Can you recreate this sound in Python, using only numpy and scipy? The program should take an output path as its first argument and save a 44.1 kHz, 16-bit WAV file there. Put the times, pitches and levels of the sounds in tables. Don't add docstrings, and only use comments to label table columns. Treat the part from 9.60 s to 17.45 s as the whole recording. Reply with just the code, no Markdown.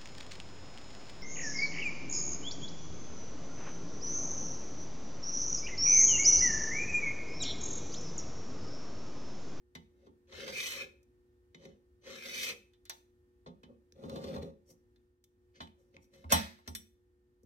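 import sys
import numpy as np
from scipy import signal
from scipy.fft import rfft, irfft
from scipy.io import wavfile
from scipy.ndimage import uniform_filter1d

SR = 44100
rng = np.random.default_rng(int(sys.argv[2]) if len(sys.argv) > 2 else 0)


def to_wav(sig):
    pcm = np.clip(np.atleast_2d(sig), -1, 1) * 32767
    pcm = np.round(pcm).astype(np.int16)
    wavfile.write(sys.argv[1], SR, pcm.T)


N = 346405
RING = SR // 3

# (frequency [Hz], level per Hz [dB])
ROOM_TONE = [(20, -24), (45, 0.5), (72, 3), (110, -5), (170, -19.5), (250, -8.5), (480, -23), (620, -28.5),
             (1500, -29.5), (2300, -37), (16000, -46.5)]
WALL_COLOUR = [(60, 4), (300, 3), (1500, -3), (6000, -7.5), (16000, -5.5)]
# (frequency [Hz], level [dB])
MAINS_HUM = [(240, -86.5), (360, -70.5), (480, -85), (840, -100), (1800, -94)]
# (time [s],
# level [dB])
ROOM_SWELL = [(0, -2.5), (.3, 1), (5.4, -0.5), (5.599, -6.5), (5.9, 0), (7.5, -2.5)]
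# (time [s], plate [dB], bench [dB], tick [dB], plate pitch [Hz],
# plate bending [dB], bench boom [dB], plate damping t60 [s])
CALIPER_TAPS = [(0.1514, -39.5, -41, -50.5, 2100, -45.5, -51, 0.16),
                (0.4678, -68, -48, -77, 3340, -56, -63, 0.11),
                (0.723, -48, -56, -79, 3530, -47.5, -46.5, 0.071),
                (.878, -37.5, -65, -49, 3270, -40.5, -48.5, 0.11),
                (1.003, -30, -63, -70, 3700, -67, -66.5, 0.04),
                (1.43, -77.5, -75, -65.5, 5400, -93, -89, 0.043),
                (1.9457, -45.5, -47, -67, 2000, -57.5, -74, 0.08),
                (2.0523, -47, -44.5, -61, 2380, -57, -76, 0.055),
                (2.832, -28, -68, -34, 3790, -75, -64, 0.046),
                (2.889, -33, -56, -34, 4500, -77, -74, 0.049),
                (3.1338, -61, -89, -70, 3500, -93, -87, 0.18),
                (3.253, -53, -80, -51.5, 4100, -70, -68, 0.35),
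                (3.2956, -32, -65, -32.5, 4950, -40.5, -67.5, 0.16),
                (3.8612, -49.5, -42, -88, 3880, -44.5, -53.5, 0.18),
                (4.0323, -50, -45.5, -65.5, 2820, -53, -57, 0.17),
                (4.3222, -51.5, -59, -64, 5600, -90, -56, 0.01),
                (4.4365, -52.5, -32.5, -65, 3260, -44, -48, 0.077),
                (4.4955, -42.5, -59, -50, 4400, -43, -46.5, 0.062),
                (4.558, -41.5, -45, -52.5, 3820, -41, -62, 0.095),
                (4.641, -45, -61, -52, 4200, -45, -43.5, 0.072),
                (4.763, -42, -50, -58, 3960, -36.5, -37, 0.054),
                (4.829, -46.5, -37, -59, 3960, -64, -62, 0.059),
                (5.3592, -63.5, -77, -77, 3900, -101, -77.5, .07),
                (5.6398, -61.5, -77, -56, 3720, -93, -79.5, 0.044),
                (7.8324, -90, -51, -66, 1440, -99, -53, 0.036)]
PUNCH_BLOWS = [(6.004, -36.5, -39.5, -67, 3500, -36, -46.5, 0.25),
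               (6.017, -63.5, -71, -59.5, 6120, -73, -76, 0.034),
               (6.072, -53, -70, -71.5, 2930, -88, -71.5, 0.046),
               (6.342, -58, -65, -88, 2640, -71, -63, 0.051),
               (6.3654, -44, -71, -86, 2370, -55, -64, 0.024),
               (6.4418, -64.5, -60.5, -71.5, 6000, -85, -70.5, 0.066),
               (6.6412, -53, -43, -74.5, 2070, -45, -35.5, 0.05),
               (6.7221, -17, -22.5, -13.5, 3070, -11.5, -24, 0.73),
               (6.9871, -60, -68, -68, 2000, -55.5, -58, 0.072),
               (7.0758, -35, -38, -41.5, 5520, -39.5, -36.5, 0.11),
               (7.15, -32.5, -48, -32.5, 3810, -81, -52, .12)]
# (start [s], rise [s], fall [s], plate scrape [dB], bench rumble [dB], fine hiss [dB])
HAND_RUBS = [(0.302, 0.17, 0.028, -75, -62.5, -101), (1.927, 0.11, 0.15, -64.5, -55.5, -81),
             (3.86, 0.011, 0.056, -64.5, -47, -83.5), (4.05, 0.046, 0.056, -91, -58, -100),
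             (5.051, 0.055, 0.044, -73.5, -61.5, -61), (5.933, 0.026, 0.11, -62.5, -67.5, -100),
             (6.13, 0.061, 0.28, -90, -75.5, -84), (6.299, 0.056, .03, -74, -60, -96.5),
             (6.39, 0.036, 0.068, -81.5, -74, -72), (6.499, 0.039, 0.29, -67.5, -64, -73),
             (6.694, 0.026, 0.0044, -28, -31, -33.5), (7.02, 0.056, 0.0073, -64.5, -65, -80)]
# (time [s], pressure [dB], speed [0-1], squeal [dB])
STROKES_ALONG = [
    [(.67, -77.5, 0, -100), (.73, -57.5, 0.13, -94.5), (.8, -52.5, 0.24, -70), (.88, -49, 0.03, -64),
     (.96, -60, 0.8, -39.5), (1.02, -59, 0.94, -44), (1.1, -62, 1, -49), (1.22, -54, 0.39, -42.5),
     (1.33, -93.5, 0, -101)],
    [(2.41, -81, 0, -100), (2.46, -55, 0.09, -76.5), (2.52, -55, 0.35, -73), (2.6, -64, 0.6, -47),
     (2.66, -57.5, 0.56, -55), (2.74, -60, 0.76, -47), (2.84, -58.5, 1., -43.5), (2.91, -55, 0.56, -44),
     (3.02, -105, 0, -102.5)],
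]
# (time [s], pressure [dB], speed [0-1])
STROKE_ACROSS = [(4.33, -96, 0.), (4.36, -61, 0.), (4.44, -53, 0), (4.52, -45, 0), (4.65, -43.5, 0.33),
                 (4.78, -46.5, 0.07), (4.86, -52.5, 0.11), (4.98, -95.5, 0.2)]
# (level at rest [dB], gain at full speed [dB])
ALONG_GAINS = [(-0.5, 17), (-18.5, 34.5), (-14.5, 31.5)]
ACROSS_GAINS = [(-19, 26), (-25.5, 13)]
# (frequency [Hz], level [dB], t60 [s])
PLATE_MODES = [(2040, 1, .25), (2110, -3, .12), (2250, -5, .2), (2546, -6, .4), (3030, -4, .25),
               (3140, -2, .1), (3340, -5, .3), (3521, -2, .2), (3620, -4, .15), (3960, -2, .27),
               (4190, -4, .1), (4474, -6, .2), (5236, -10, .3), (5640, -9, .15), (6045, -3, .2)]
BENCH_MODES = [(166.7, 0.5, 0.17), (198.5, -7.5, 0.27), (228.6, -7, 0.4), (237, 4.5, 0.16),
               (280.5, 0.5, 0.09), (342, 1, 0.08), (378.8, 2.5, 0.071), (409, -4.5, 0.1),
               (477.1, 1.5, 0.052)]
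BOOM_MODES = [(77, 0, .4), (86, -12, .2)]
CALIPER_MODES = [(1990, -4, .11), (3010, -2, .13), (3332, -9, .12), (3540, -6, .1), (3612, -2, .08),
                 (3778, 2, .07), (4195, -7, .07), (4750, -6, .03), (5400, -11, .08), (5940, -3, .06),
                 (6030, -1, .06), (7070, -10, .08)]
SQUEAL_MODES = [(2228, -10, .1), (2331, -8, .08), (2398, -3, .1), (2527, -1, .09), (2551, -3, .2),
                (2605, -8, .1)]
PUNCH_MODES = [(5650, -3, .2), (7823, -1, .18), (8010, -5, .14), (9080, -3, .17), (9551, -9, .14),
               (10730, -4, .13), (11445, -1, .11), (12200, -8, .1), (12750, -5, .1), (13118, -2, .12),
               (14121, -7, .12), (15300, -7, .13)]
# (frequency [Hz], level struck [dB], t60 [s], level scraped [dB])
BENDING_MODES = [(548, -6, .15, 6), (658, -3, .1, -9), (698, 0, .18, -9), (757, -4, .13, 0),
                 (797, -1, .25, -14), (852, -1, .2, -18), (913, 0, .25, -22), (1000, -1, .15, -12),
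                 (1080, 1, .15, -2), (1165, -2, .15, -8), (1238, 1, .25, -12), (1420, -5, .15, -12)]
# (frequency [Hz], level per Hz [dB])
PLATE_GRAIN = [(600, -41.5), (1000, -16.5), (1800, 0.5), (2700, -10), (4000, -4.5), (6500, -16),
               (8500, -25.5), (12000, -45)]
GRIT_HISS = [(3530, -30), (6030, -5.5), (6700, -13), (8930, -13.5), (10300, -20.5), (12600, -14),
             (14700, -22.5), (16000, -22.5)]

PORT_LAG_S, ALIKE_HZ = 0.00034, 1980
BASS_HZ, TOP_HZ, CEILING = 49, 15800, .7
ROOM_TONE_DB, WALLS_DB, WALLS_T60_S = -69.5, -11.5, 0.34
CONTACT_S, TICK_RISE_S, TICK_T60_S, HISS_T60_S = 0.0021, 0.00031, 0.034, 0.078
BENCH_RISE_S, BOOM_RISE_S = .005, .018
PRESSED_T60_S, BENCH_SPOT_DB = 0.31, 3
LIGHT_BLOW_DB, HARD_BLOW_DB, FAVOUR_DB_PER_OCTAVE = -44.5, -10.5, -30.5
CLINK_DB, JAW_DOWN_UNTIL_S = -2.5, 2.2
PUNCH_BENCH_HZ, PUNCH_BENCH_DB_PER_OCTAVE, PUNCH_RING_DB = 240, -12.5, -0.5


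def undb(db):
    return 10 ** (np.asarray(db) / 20)


def unit(x):
    return x / np.sqrt(np.sum(x ** 2) / 2)


def rise(seconds):
    return np.clip(np.arange(RING) / SR / seconds, 0, 1)


def fade(t60):
    return 1000. ** (-np.arange(RING) / SR / t60)


def crest(answer):
    return 3 * np.sqrt(uniform_filter1d(np.mean(answer ** 2, axis=0), SR // 80).max())


def convolve(force, answer):
    return signal.oaconvolve(np.atleast_2d(force), answer, axes=1)[:, :N]


def noise(colour, count):
    hz = np.fft.rfftfreq(count, 1 / SR) + 1
    at, db = np.transpose(colour)
    gain = undb(np.interp(np.log(hz), np.log(at), db, right=-90))
    alike = np.cos(2 * np.pi * hz * PORT_LAG_S) * np.exp(-hz / ALIKE_HZ)
    mid, side = rfft(rng.standard_normal((2, count))) * gain
    mid, side = mid * np.sqrt(1 + alike), side * np.sqrt(1 - alike)
    return unit(irfft(np.array([mid + side, mid - side]), count))


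def dense_modes(colour, t60):
    return unit(noise(colour, RING) * fade(t60))


def modes(table, count=1, spread=0., uneven=0.98):
    hz, db, t60 = np.transpose(np.repeat(table, count, axis=0))[:, :, None]
    scatter, bearing, detune, polarity = rng.standard_normal((len(hz), 4, 1)).swapaxes(0, 1)
    t = np.arange(RING) / SR
    hz = hz * (1 + spread * detune)
    lag = np.pi * hz * PORT_LAG_S * uneven * (1 + 0.1 * scatter) * np.sign(bearing)
    ring = undb(db) * fade(t60) * (1 - np.exp(-t * hz * 2)) * np.sign(polarity)
    return np.stack([ring * np.sin(2 * np.pi * hz * t + side * lag) for side in (1, -1)], axis=1)


def bench_bodies():
    def bending(column):
        table = np.array(BENDING_MODES)[:, [0, column, 2]]
        return unit(modes(table, count=3, spread=.007, uneven=1.1).sum(0))

    brighter = [(hz, db + 1.5 * np.log2(hz)) for hz, db in GRIT_HISS]
    return dict(hiss=dense_modes(GRIT_HISS, HISS_T60_S),
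                plate=modes(PLATE_MODES, count=3, spread=.004),
                boom=unit(modes(BOOM_MODES).sum(0) * rise(BOOM_RISE_S)),
                wood=modes(BENCH_MODES) * rise(BENCH_RISE_S),
                caliper=unit(modes(CALIPER_MODES).sum(0)),
                squeal=unit(modes(SQUEAL_MODES).sum(0)),
                bending_struck=bending(1), bending_scraped=bending(3),
                tick=dense_modes(brighter, TICK_T60_S) * rise(TICK_RISE_S),
                punch=unit(modes(PUNCH_MODES, count=2, spread=0.002).sum(0)))


def workshop():
    t = np.arange(N) / SR
    out = undb(ROOM_TONE_DB) * np.sqrt(N) * noise(ROOM_TONE, N)
    for hz, db in MAINS_HUM:
        waver = uniform_filter1d(np.repeat(rng.standard_normal(N // 6000 + 1), 6000)[:N], 6000)
        lag = np.array([[1], [-1]]) * np.pi * hz * 0.00018
        out += np.sqrt(2) * undb(db + 0.21 * waver) * np.sin(2 * np.pi * (hz * t + rng.random()) + lag)
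    return out * undb(np.interp(t, *np.transpose(ROOM_SWELL)))


def plate_spot(body, hz, db_per_octave, grain_db, t60):
    plate = body["plate"]
    mode_hz = np.repeat(np.array(PLATE_MODES)[:, 0], len(plate) // len(PLATE_MODES))
    share = undb(db_per_octave * np.abs(np.log2(mode_hz / hz)) + 3.2 * rng.standard_normal(len(plate)))
    ring = unit(np.tensordot(share, plate, 1) * fade(t60))
    return unit(ring + undb(grain_db) * dense_modes(PLATE_GRAIN, 0.53 * t60))


def blows(table, column, answer):
    force, rows = np.zeros(N), np.array(table)
    force[(rows[:, 0] * SR).astype(int)] = undb(rows[:, column]) / crest(answer)
    return convolve(force, answer)


def plate_struck(body, table):
    out = np.zeros((2, N + RING))
    for s, db, _, _, hz, _, _, t60 in table:
        light = np.clip((HARD_BLOW_DB - db) / (HARD_BLOW_DB - LIGHT_BLOW_DB), 0, 1)
        spot = plate_spot(body, hz, light * FAVOUR_DB_PER_OCTAVE, grain_db=-1.5, t60=t60)
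        clank = spot * rise(CONTACT_S)
        out[:, int(s * SR):int(s * SR) + RING] += undb(db) * clank / crest(clank)
    return out[:, :N] + blows(table, 3, body["tick"]) + blows(table, 5, body["bending_struck"])


def bench_struck(body, table, favour_db=0):
    out = np.zeros((2, N + RING))
    for s, _, db, *_ in table:
        share = undb(favour_db + BENCH_SPOT_DB * rng.standard_normal(len(BENCH_MODES)))
        thud = np.tensordot(share, body["wood"], 1)
        out[:, int(s * SR):int(s * SR) + RING] += undb(db) * thud / crest(thud)
    return out[:, :N] + blows(table, 6, body["boom"])


def caliper_taps(body):
    early = [tap for tap in CALIPER_TAPS if tap[0] < JAW_DOWN_UNTIL_S]
    return bench_struck(body, CALIPER_TAPS) + undb(CLINK_DB) * blows(early, 1, body["caliper"])


def grit(per_second, spread_db, slip_db):
    clicks = (rng.random(N) < per_second / SR) * rng.standard_normal(N)
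    clicks *= undb(spread_db * rng.exponential(size=N))
    slips = uniform_filter1d(np.repeat(rng.standard_normal(N // 500 + 1), 500)[:N], 300)
    clicks *= undb(slip_db * slips)
    return clicks / np.std(clicks)


def plate_scraped(force, spots):
    turn = np.arange(N) / SR / .45
    out = 0
    for k, spot in enumerate(spots):
        away = (turn - k / len(spots)) % 1 * len(spots)
        out += convolve(force * np.sin(np.pi / 2 * np.clip(away, 0, 2)), spot)
    return out


def bench_rumble(body, force, db_per_octave=0):
    tilt = undb(db_per_octave * np.log2(np.array(BENCH_MODES)[:, 0]))
    bench = unit(np.tensordot(tilt, body["wood"], 1) * fade(PRESSED_T60_S))
    return convolve(force, bench + undb(-3.5) * body["bending_scraped"] + undb(-15.5) * body["boom"])


def hands_brushing(body, friction, spots):
    t, swells = np.arange(N) / SR, np.zeros((3, N))
    for row in HAND_RUBS:
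        shape_db = np.interp(t, np.cumsum(row[:3]), [-29, 0, -30], left=-200, right=-200)
        swells += np.outer(undb(row[3:]), undb(shape_db))
    scrape, rumble, fine = swells * friction
    clink = undb(CLINK_DB) * convolve(scrape * (t < JAW_DOWN_UNTIL_S), body["caliper"])
    return plate_scraped(scrape, spots) + clink + bench_rumble(body, rumble) + convolve(fine, body["hiss"])


def pressure(stroke, rest_db=0., speed_db=0., column=1):
    t, track = np.arange(N) / SR, np.transpose(stroke)
    s = track[0]
    edge = np.clip(np.minimum(t - s[0], s[-1] - t) / 0.0025, 0, 1)
    return edge * undb(np.interp(t, s, track[column]) + rest_db + speed_db * np.interp(t, s, track[2]))


def scribe_along(body, friction, spots):
    def force(*gains, column=1):
        return friction * sum(pressure(stroke, *gains, column=column) for stroke in STROKES_ALONG)

    scrape, fine, ring = (force(*gains) for gains in ALONG_GAINS)
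    jaw = convolve(ring, body["caliper"]) + convolve(force(column=3), body["squeal"])
    bench = bench_rumble(body, force(), db_per_octave=7.5)
    return plate_scraped(scrape, spots) + jaw + bench + convolve(fine, body["hiss"])


def scribe_across(body, friction):
    spots = [plate_spot(body, hz=3840, db_per_octave=-17, grain_db=1, t60=0.019) for _ in range(4)]
    scrape, fine = (friction * pressure(STROKE_ACROSS, *gains) for gains in ACROSS_GAINS)
    bench = bench_rumble(body, friction * pressure(STROKE_ACROSS))
    return plate_scraped(scrape, spots) + bench + convolve(fine, body["hiss"])


def spring_punch(body):
    octaves_off = np.abs(np.log2(np.array(BENCH_MODES)[:, 0] / PUNCH_BENCH_HZ))
    thuds = bench_struck(body, PUNCH_BLOWS, PUNCH_BENCH_DB_PER_OCTAVE * octaves_off)
    return thuds + undb(PUNCH_RING_DB) * blows(PUNCH_BLOWS, 3, body["punch"])


def scene():
    body = bench_bodies()
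    point = grit(9000, spread_db=2.0, slip_db=1.6)
    hand = grit(7000, spread_db=2.2, slip_db=0.35)
    drag = grit(9700, spread_db=1.8, slip_db=3.7)
    spots = [plate_spot(body, hz=3560, db_per_octave=2, grain_db=3, t60=0.037) for _ in range(4)]
    near = hands_brushing(body, hand, spots) + scribe_along(body, point, spots) + scribe_across(body, drag)
    near += plate_struck(body, CALIPER_TAPS + PUNCH_BLOWS) + caliper_taps(body) + spring_punch(body)
    walls = dense_modes(WALL_COLOUR, WALLS_T60_S) * np.clip(np.arange(RING) / SR / 0.00089 - .3, 0, 1)
    return near + undb(WALLS_DB) * convolve(near.sum(0) / np.sqrt(2), walls) + workshop()


def record(dry):
    thin = signal.sosfilt(signal.butter(2, BASS_HZ, "high", fs=SR, output="sos"), dry)
    rounded = CEILING * np.tanh(thin / CEILING)
    return signal.sosfilt(signal.ellip(10, .2, 60, TOP_HZ, fs=SR, output="sos"), rounded)


dry = scene()
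out = record(dry)
to_wav(out)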